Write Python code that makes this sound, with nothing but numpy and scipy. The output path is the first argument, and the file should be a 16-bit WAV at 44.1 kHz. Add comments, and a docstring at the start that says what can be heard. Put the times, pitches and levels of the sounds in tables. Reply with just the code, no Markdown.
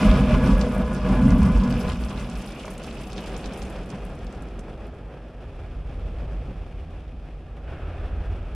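"""Drumming on the roof and a deep boom come first: an automatic car wash heard from inside the closed car.
A spinning cloth brush (random slaps and drag driving resonators and filters) beats the roof in two waves.
Water on the windscreen (showers of short noise bursts) thins to a patter as the brush moves to the rear.
The cabin boom and muffled scrubbing (filtered noise) remain and swell twice more; late on, a distant water
jet opens as a rush of filtered noise."""
import sys
import numpy as np
from scipy import signal
from scipy.fft import rfft, irfft, next_fast_len
from scipy.io import wavfile
from scipy.ndimage import uniform_filter1d

SR = 44100
rng = np.random.default_rng(int(sys.argv[2]) if len(sys.argv) > 2 else 0)


def transcribe(u):
    """Save the signal u as a 16-bit wav file named by the first command-line argument.

    u: samples, shape (n,) or (channels, n), limited to [-1, 1]; the rate is SR.
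    q: integer samples, one column per channel.
    """
    v = np.clip(np.atleast_2d(u).T, -1, 1)
    q = np.round(v * 32767).astype(np.int16)
    wavfile.write(sys.argv[1], SR, q)


N = 377044


def from_db(db):
    """Logarithmic level: 20 dB is a factor of ten in amplitude."""
    return 10 ** (np.asarray(db) / 20)


def rms_one(x):
    """Normalisation: scale to unit mean power."""
    return x / np.sqrt(np.mean(x ** 2) + 1e-20)


def in_time(rows):
    """Linear interpolation: each column of a curve, after its times, at every sample."""
    s, *columns = np.transpose(rows)
    return [np.interp(np.arange(N) / SR, s, column) for column in columns]


def at_hz(points, hz):
    """Logarithmic frequency scale: interpolate a two-column table along octaves."""
    f, values = np.array(points).T
    return np.interp(np.log(np.maximum(hz, 1)), np.log(f), values)


def drift(rate):
    """Low-pass noise: slow chance of unit spread, through two poles with corners at rate (Hz)."""
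    step = 40   # samples between slow values
    settle = 2000   # slow values dropped while the filter settles
    r = np.exp(-2 * np.pi * rate * step / SR)
    noise = rng.standard_normal(N // step + 2 + settle)
    slow = signal.lfilter([1], [1, -2 * r, r * r], noise)[settle:]
    return np.interp(np.arange(N) / step, np.arange(len(slow)), rms_one(slow))


def coloured(x, spectrum):
    """Minimum-phase filtering: impose a spectrum, falling 30 dB an octave above its last point; rms 1."""
    size = 2 ** 14
    hz = np.arange(size // 2 + 1) * SR / size
    octaves_above = np.log2(np.clip(hz / spectrum[-1][0], 1, 8))
    db = at_hz(spectrum, hz) - 30 * octaves_above
    # folding the cepstrum onto positive times makes the response causal
    cepstrum = irfft(np.log(from_db(db)))
    cepstrum[1:size // 2] *= 2
    cepstrum[size // 2 + 1:] = 0
    response = irfft(np.exp(rfft(cepstrum)))
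    return rms_one(signal.fftconvolve(x, response[None], axes=1)[:, :N])


def resonate(x, modes, wander_db):
    """Modal superposition: panel modes in parallel, each varying as the contact point moves; rms 1."""
    out = 0
    for hz, width_hz, db in modes:
        r = np.exp(-np.pi * width_hz / SR)
        ring = signal.lfilter([1, 0, -1], [1, -2 * r * np.cos(2 * np.pi * hz / SR), r * r], x)
        peak_one = (1 - r * r) / 2 * ring   # unit gain at resonance
        out = out + from_db(db + wander_db * drift(5.3)) * peak_one
    return rms_one(out)


# Stereo width and lean by frequency [f/Hz, side to mid level/dB, left minus right level/dB]
STEREO_WIDTH = [(150, -30, -.5), (350, -42, 0), (750, -35, 0), (1100, -19, -.2), (2400, -11, -.6),
                (4800, -6, -.8), (8000, -2, 1.6)]


def spread(pair):
    """Stereo mixing: two unrelated signals become nearly mono below 1 kHz, wide in the treble."""
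    size = next_fast_len(N)
    mid, side = rfft(pair, size)
    hz, table = np.arange(len(mid)) * SR / size, np.array(STEREO_WIDTH)
    width = from_db(at_hz(table[:, :2], hz))
    lean_db = at_hz(table[:, ::2], hz)
    sign = np.array([[1], [-1]])   # left, right
    stereo = (mid + sign * width * side) / np.hypot(1, width)
    return irfft(stereo * from_db(sign * lean_db / 2), size)[:, :N]


def evened(x, span_s):
    """Power levelling: divide by the running rms, smoothed twice over the span."""
    size = max(int(span_s * SR), 2)
    power = uniform_filter1d(uniform_filter1d(np.mean(x ** 2, axis=0), size), size)
    return x / np.sqrt(np.abs(power) + 1e-9)


def impacts(per_s, spread_db):
    """Shot noise: independent random clicks of either sign and uneven size."""
    sizes = from_db(spread_db * np.minimum(rng.exponential(1, N), 4))
    return sizes * rng.choice([-1, 1], N) * (rng.random(N) < per_s / SR)


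def slaps(per_s, spread_db, drag):
    """Impact and friction: random clicks for slapping cloth strips, steady noise for their drag."""
    hits = rms_one(np.array([impacts(per_s, spread_db) for _ in range(2)]))
    return spread(hits + drag * rng.standard_normal((2, N)))


def splash(hz, t60, cabin_db, cabin_t60, rise_s=0.00087, width=.3):
    """Transient and reverberation: a drop flattens in a short noise crack, then its reflections decay."""
    t = np.arange(SR // 20) / SR
    direct = from_db(-60 * t / t60)
    reflected = from_db(cabin_db - 60 * t / cabin_t60)
    envelope = (direct + reflected) * (1 - np.exp(-t / rise_s))
    edges = np.minimum([hz / (1 + width), hz * (1 + width)], [.4 * SR, .45 * SR])
    band = signal.butter(2, edges, "band", fs=SR, output="sos")
    return signal.sosfilt(band, envelope * rng.standard_normal((2, len(t))))


BRUSH_TURN_HZ, BEAT_REFERENCE_S = 6.55, 0.047   # turning rate; instant from which beats are lagged


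def throb(share, roof_db, roof_lag_s, rear_db, rear_lag_s):
    """Amplitude modulation: the cloth beats harder once a turn, at differing phases on roof and rear."""
    t = np.arange(N) / SR - BEAT_REFERENCE_S
    roof = np.cos(2 * np.pi * BRUSH_TURN_HZ * (t - roof_lag_s))
    rear = np.cos(2 * np.pi * BRUSH_TURN_HZ * (t - rear_lag_s))
    return from_db(share * roof_db * roof + (1 - share) * rear_db * rear)


# Brief level changes of the brush noise, up or down [t/s, boom level/dB, drumming level/dB, scrub level/dB]
BRIEF_CHANGES = [(0.08, 10.5, 2, 1.5), (0.48, -4.5, 3.5, 1.5), (0.68, -2, 6.5, -2.5), (0.79, 5.5, 7.5, -1),
                 (1.41, 4, -2, -1), (1.56, 8.5, -2.5, -1.5), (2.37, 7, -1.5, 1.5), (3.92, -12, 5, -1),
                 (6.48, -4, 6, 1)]
CHANGE_ONSET_S, CHANGE_RETURN_S = 0.033, 0.058   # Gaussian time constants


def brief_changes():
    """Level modulation: boom, drumming and scrub briefly rise or dip (in dB) around each instant."""
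    t, change_db = np.arange(N) / SR, 0
    for s, *peaks_db in BRIEF_CHANGES:
        pulse = np.exp(-((t - s) / np.where(t < s, CHANGE_ONSET_S, CHANGE_RETURN_S)) ** 2)
        change_db = change_db + np.outer(peaks_db, pulse)
    return change_db


# Higher air mode, as the brush pushes in different places [t/s, level/dB against the deep boom]
UPPER_AIR_MODE = [(0, -8.5), (1.4, -9.5), (2.0, -5.5), (2.7, -13), (4.6, -15.5), (6, -6.5), (7.3, -11.5),
                  (7.7, 1), (8.55, -6)]
# Colour of the deep enclosed air [f/Hz, level/dB per Hz]
DEEP_AIR = [(15, -47), (30, -17), (38, -2.5), (44, 3.5), (52, 4.5), (59, -1), (72, -15.5), (95, -35)]


def boom(buffet_db, share):
    """Cavity resonance: the shaken shell makes the enclosed air boom, a little higher under roof blows."""
    upper_db, = in_time(UPPER_AIR_MODE)
    deep = coloured(slaps(per_s=300, spread_db=-0.5, drag=0.69), DEEP_AIR)
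    roof = coloured(slaps(per_s=250, spread_db=3.5, drag=1.0), [(45, -36), (59, -2.5), (70, -21.0)])
    upper = coloured(spread(rng.standard_normal((2, N))), [(60, -15.5), (80, 0.5), (100, -12)])
    air = deep + from_db(-1.5) * np.sqrt(share) * roof + from_db(upper_db) * upper
    beat = throb(share, roof_db=0.5, roof_lag_s=0.0064, rear_db=0.1, rear_lag_s=0.035)
    return from_db(buffet_db - 3.0) * beat * evened(air, span_s=0.15)


# Low modes of the roof before colouring [f/Hz, width/Hz, level/dB]
ROOF_LOW_MODES = [(136.4, 13, -6), (162.3, 6, -9.5), (191.7, 16, 2.5), (214.5, 13.7, -5),
                  (233.8, 8.5, -2.5), (261, 9.5, -9)]
# Colour of the rear and side panels [f/Hz, level/dB per Hz]
SIDE_COLOUR = [(85, -5.5), (105, 1.5), (180, 1.5), (205, -14), (238, 0.5), (285, -12.5), (360, -18)]


def panels(beating_db, share):
    """Forced plate vibration: slaps drum on the roof's low modes, later more dully on rear and sides."""
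    reach = share / (share + 0.026)   # the low modes are shaken from further away
    force = slaps(per_s=300, spread_db=1.0, drag=0.77)
    skin = resonate(force, ROOF_LOW_MODES, wander_db=2.0)
    skin = coloured(skin, [(80, -17.5), (120, 3.5), (265, 0.0), (305, -18.5)])
    sides = coloured(slaps(per_s=300, spread_db=4, drag=0.79), SIDE_COLOUR)
    drum = evened(np.sqrt(reach) * skin + np.sqrt(1 - reach) * sides, span_s=0.11)
    beat = throb(share, roof_db=1.7, roof_lag_s=-.005, rear_db=1.0, rear_lag_s=0.075)
    return from_db(beating_db - 4.0) * beat * drum


# Wet cloth dragged over the car, before trim [t/s, scrub level/dB, swish level/dB]
CLOTH_DRAG = [(0, -25.5, -33), (0.52, -27, -38.5), (0.75, -30, -46), (1.0, -32, -45.5), (1.09, -27, -40),
              (1.25, -28.5, -43.5), (1.88, -31, -44), (1.98, -36, -45), (2.5, -40, -47), (3.1, -39, -49.5),
              (3.3, -36.5, -46), (4.7, -41.5, -54), (5.1, -44, -57.5), (5.7, -46, -55),
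              (6.25, -41.5, -52.5), (6.8, -46.5, -55), (7.4, -49, -59), (7.64, -45.5, -57),
              (7.72, -42.5, -55), (7.92, -40, -53), (8.55, -44, -54.5)]
# Roof modes in 440-680 Hz fade as the brush moves back [t/s, change of level/dB]
LOW_RING_FADE = [(0.8, 0), (1.8, -4), (2.2, -5.5)]
# Higher modes of the roof sheet, before colouring [f/Hz, width/Hz, level/dB]
ROOF_SHEET_MODES = [(356, 38, -7), (431, 37, -13), (490.7, 6.8, 4.5), (510, 31, -1), (584, 13, -15),
                    (611, 15, 4.5), (755, 36, -8.5), (869, 25, -6.5), (980, 32, -5.5), (1019, 15.6, -2),
                    (1129, 31, -6), (1237, 16, -9), (1430, 25, -6.5), (1530, 5.8, -11), (1663, 10.5, -6.5),
                    (2050, 76, -7.5), (2350, 14, 3.5)]
# Modes of the rear panels, before colouring [f/Hz, width/Hz, level/dB]
REAR_PANEL_MODES = [(328, 30, -1), (405.4, 26, 2.5), (494.6, 52, 2), (563, 14, -2.5), (632, 22, -1),
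                    (727, 15, -2), (810, 33, -10), (1180, 37, -10), (1278, 27, -11.5), (1620, 52, -12)]
# Colour of the scrubbing rush [f/Hz, level/dB per Hz]
SCRUB_COLOUR = [(240, -12), (310, -1), (580, -2.5), (770, -5), (900, -13.5), (1300, -13), (1650, -17.5),
                (1900, -20.5)]
# Colour of the wet swish [f/Hz, level/dB per Hz]
SWISH_COLOUR = [(1100, 1.5), (1800, -3.5), (2150, 1.5), (2500, 5.5), (2900, 0.5), (3400, -0.5), (4000, -9),
                (5200, -9.5), (6700, -17.5), (10000, -19), (11500, -26)]


def scrubbing(change_db, share):
    """Frictional excitation: strip tips ring the roof sheet, then rear panels with a rush, under a swish."""
    scrub_db, swish_db = in_time(CLOTH_DRAG)
    low_db, = in_time(LOW_RING_FADE)
    sheet = resonate(slaps(per_s=300, spread_db=0.5, drag=0.65), ROOF_SHEET_MODES, wander_db=2.0)
    sheet = coloured(sheet, [(290, -11), (350, 4.0), (1700, 1.0), (2300, -15.5), (2900, -24.0)])
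    sheet = evened(sheet, span_s=0.062)
    low_band = signal.butter(1, [440, 680], "band", fs=SR, output="sos")
    sheet = sheet + (from_db(low_db) - 1) * signal.sosfilt(low_band, sheet)

    rush = coloured(slaps(per_s=1500, spread_db=1.5, drag=1.0), SCRUB_COLOUR)
    rear = resonate(slaps(per_s=700, spread_db=1.0, drag=0.8), REAR_PANEL_MODES, wander_db=1.5)
    rear = coloured(rear, [(150, -13.0), (280, 3.5), (1800, 0)])
    rear = evened(rush + from_db(-2.5) * rear, span_s=0.07)
    swish = coloured(slaps(per_s=1200, spread_db=3.5, drag=1.42), SWISH_COLOUR)

    beat = throb(share, roof_db=1.33, roof_lag_s=-0.019, rear_db=0.5, rear_lag_s=0.053)
    flutter = beat * from_db(1.16 * drift(18.3))   # strips arrive in uneven bunches
    contact = np.sqrt(share) * sheet + np.sqrt(1 - share) * rear
    scrub = from_db(scrub_db + change_db - 1.5) * contact
    return flutter * (scrub + from_db(swish_db - 1.5) * swish)


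# Water flung on the windscreen, before trim and final fade [t/s, level/dB]
WINDSCREEN_WATER = [(0.0, -39), (0.28, -56), (0.47, -47), (0.85, -52.5), (1.15, -50.5), (1.8, -47),
                    (2.05, -51.5), (3.35, -50.5)]
# Colour of the struck glass [f/Hz, level/dB per Hz]
GLASS_COLOUR = [(1500, -11.5), (2600, 11), (4000, -1), (5200, 2), (6800, -3.5), (10000, -2), (12500, -10.5),
                (14500, -9)]
# downpour to patter: rates before clumping, and time constant
FIRST_DROPS_PER_S, LAST_DROPS_PER_S, THINNING_S = 1500, 200, 1.4
# the spray dies away once the brush has left the glass
SPRAY_END_S, SPRAY_FADE_DB_PER_S = 3.31, 16


def spray(share, count=16):
    """Poisson shower: clumped random drops of many sizes strike the glass, then die out."""
    t = np.arange(N) / SR
    spray_db, = in_time(WINDSCREEN_WATER)
    thinning = np.exp(-t / THINNING_S)
    per_s = LAST_DROPS_PER_S + (FIRST_DROPS_PER_S - LAST_DROPS_PER_S) * thinning
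    per_s = per_s * from_db(2.6 * drift(25))   # clumps
    patter = 0
    for hz in np.geomspace(2000, 12500, count):
        drop = splash(hz, t60=0.005, cabin_db=-15, cabin_t60=0.1, width=0.3)
        drop = drop / np.sqrt(np.sum(drop ** 2)) * np.sqrt(hz / SR)   # equal power per Hz
        hits = impacts(per_s / count, spread_db=4.5)
        patter = patter + signal.oaconvolve(hits[None], drop, axes=1)[:, :N]
    # sparse fat drops crack over a wide range
    fat_drop = splash(4500, t60=0.006, cabin_db=-16, cabin_t60=0.08, width=1)
    fat = signal.oaconvolve(impacts(per_s=60, spread_db=1)[None], fat_drop, axes=1)[:, :N]
    drops = spread(rms_one(patter) + .5 * rms_one(fat))
    patter = evened(coloured(drops, GLASS_COLOUR), span_s=0.57)
    fade_db = SPRAY_FADE_DB_PER_S * np.maximum(t - SPRAY_END_S, 0)
    beat = throb(share, roof_db=0.4, roof_lag_s=-.01, rear_db=-0.5, rear_lag_s=0.079)
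    return from_db(spray_db - fade_db + 0.85) * beat * patter


# Big drops on the glass, before trim [t/s, level/dB, f/Hz]
BIG_DROPS = [(0.113, -32.5, 3380), (.612, -29.5, 4260), (.947, -44, 5400), (1.305, -38, 5270),
             (1.43, -41, 8050), (1.704, -40, 3300), (1.725, -38, 4400), (1.881, -41, 4100),
             (1.898, -36.5, 3480), (1.919, -39, 4500), (2.037, -42, 4000), (2.175, -41, 3140),
             (2.196, -43, 5400), (2.298, -42.5, 7000), (2.420, -44.5, 8200), (2.52, -45, 4500),
             (2.654, -41.5, 5300), (2.681, -45, 4400), (2.779, -42, 8140), (2.836, -42.5, 8500),
             (2.844, -44, 4000), (2.91, -43.5, 3300), (2.999, -49, 4700), (3.13, -42.5, 5400),
             (3.179, -36, 3470), (3.188, -40.5, 3660), (3.269, -44, 3880), (3.365, -39.5, 5000),
             (3.442, -38, 3280), (3.458, -38, 4600), (3.618, -39, 4600), (3.625, -42, 6900),
             (3.902, -42, 5700), (4.051, -48, 10500), (4.19, -54, 4800), (4.245, -54, 10500),
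             (4.267, -47, 4460), (4.325, -51, 6800), (4.422, -49.5, 8000), (4.486, -56, 5500),
             (4.592, -46, 7060), (4.868, -59, 10500), (7.079, -57, 2600)]
PANE_HZ, PANE_KNOCK_DB = 2400, 3   # pitch of the knock; its level against a crack at that pitch


def splats(count=3):
    """Impact on a plate: big drops crack at a pitch, knock the pane and burst into later droplets."""
    out = np.zeros((2, N + SR))
    for s, level_db, hz in BIG_DROPS:
        crack = (s, level_db, hz, 0.013, 0.35)
        # duller than the crack, and weaker for the small high drops
        knock_db = level_db + PANE_KNOCK_DB - 20 * np.log10(hz / PANE_HZ)
        knock = (s, knock_db, PANE_HZ, 0.035, 0.7)
        # within 18 ms and half an octave of the crack
        droplets = [(s + .018 * late, level_db - 13.5, hz * 2 ** (size - .5), 0.013, 0.35)
                    for late, size in rng.random((count, 2))]
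        for when, db, pitch_hz, t60, width in [crack, knock] + droplets:
            drop = splash(pitch_hz, t60, cabin_db=-16, cabin_t60=0.08, rise_s=0.0003, width=width)
            at = max(int(when * SR), 0)
            out[:, at:at + drop.shape[1]] += from_db(db - 14) * rms_one(drop)
    glass = signal.butter(4, 11800, fs=SR, output="sos")
    return signal.sosfilt(glass, spread(out[:, :N]))


# Single strips smack the roof, before trim [t/s, level/dB, f/Hz of the crack]
STRIP_SMACKS = [(0.666, -26.5, 507), (0.762, -29.5, 550), (2.644, -39, 855), (2.679, -39.5, 960),
                (4.682, -44, 735)]


def smacks():
    """Impulse response: a flat wet strip cracks dully; roof modes near its pitch ring on, damped by cloth."""
    out, t = np.zeros(N + SR), np.arange(SR // 8) / SR
    for s, level_db, crack_hz in STRIP_SMACKS:
        ring = 0
        for hz, width_hz, db in ROOF_SHEET_MODES:
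            octaves_off = abs(np.log2(hz / crack_hz))
            cloth_damped = from_db(db - 12 * octaves_off - 60 * t / 0.14)
            decay = cloth_damped * np.exp(-np.pi * width_hz * t)
            ring = ring + decay * np.sin(2 * np.pi * hz * t) * rng.choice([-1, 1])
        crack = splash(crack_hz, t60=0.025, cabin_db=-16, cabin_t60=0.08, width=0.6)[0]
        at = int(s * SR)
        out[at:at + len(t)] += from_db(level_db - 11) * rms_one(ring)
        out[at:at + len(crack)] += from_db(level_db - 10) * rms_one(crack)
    return out[:N]


# Colour of the water jet [f/Hz, level/dB per Hz]
JET_COLOUR = [(400, -10), (650, 2), (950, -11), (1300, 2.5), (1650, -1), (1950, -9), (2550, -3),
              (3300, -13)]
# the jet opens on the far end of the car, then eases off
JET_OPENS_S, JET_RISE_S, JET_DB, JET_SAG_DB_PER_S = 7.62, 0.068, -49.5, 7.5


def jet():
    """Broadband flow noise: fine spray rushes on distant bodywork."""
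    since = np.maximum(np.arange(N) / SR - JET_OPENS_S, 0)
    flow = np.minimum(since / JET_RISE_S, 1) * from_db(JET_DB - JET_SAG_DB_PER_S * since)
    return flow * coloured(spread(rng.standard_normal((2, N))), JET_COLOUR)


# Where the brush works [t/s, share of its power that goes into the roof 0-1]
ROOF_SHARE = [(0, 0.95), (1.85, 0.79), (2.1, 0.62), (2.6, 0.1), (4.3, 0.03), (5, 0)]
# Push of the brushes, before brief changes and trim [t/s, shell buffeting level/dB, panel beating level/dB]
BRUSH_PUSH = [(0, -22, -14.5), (0.55, -13, -17), (0.75, -26, -28), (1.0, -24.5, -22), (1.3, -14, -10),
              (1.7, -25, -17.5), (2.0, -24.5, -28.5), (2.35, -33, -30), (2.55, -38.5, -36.5),
              (3.4, -32, -33.5), (4.35, -31.5, -36.5), (5.3, -37.5, -41), (5.9, -27.5, -38),
              (6.35, -25.5, -36), (6.7, -31, -40), (7.45, -34.5, -42), (8.25, -23.5, -37.5),
              (8.55, -29, -41)]


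def scene():
    """Linear superposition: brush and water sounds add at the front seat."""
    share = np.clip(in_time(ROOF_SHARE)[0], 0, 1)
    buffet_db, beating_db = in_time(BRUSH_PUSH)
    boom_db, drum_db, scrub_db = brief_changes()
    brush = boom(buffet_db + boom_db, share) + panels(beating_db + drum_db, share)
    brush = brush + scrubbing(scrub_db, share)
    return brush + smacks() + jet() + spray(share) + splats()


def record(dry):
    """Low-pass filtering: a steep elliptic cut removes the treble above 15 kHz."""
    top_cut = signal.ellip(10, .1, 80, 15000, fs=SR, output="sos")
    return signal.sosfilt(top_cut, dry)


dry = scene()
out = record(dry)
transcribe(out)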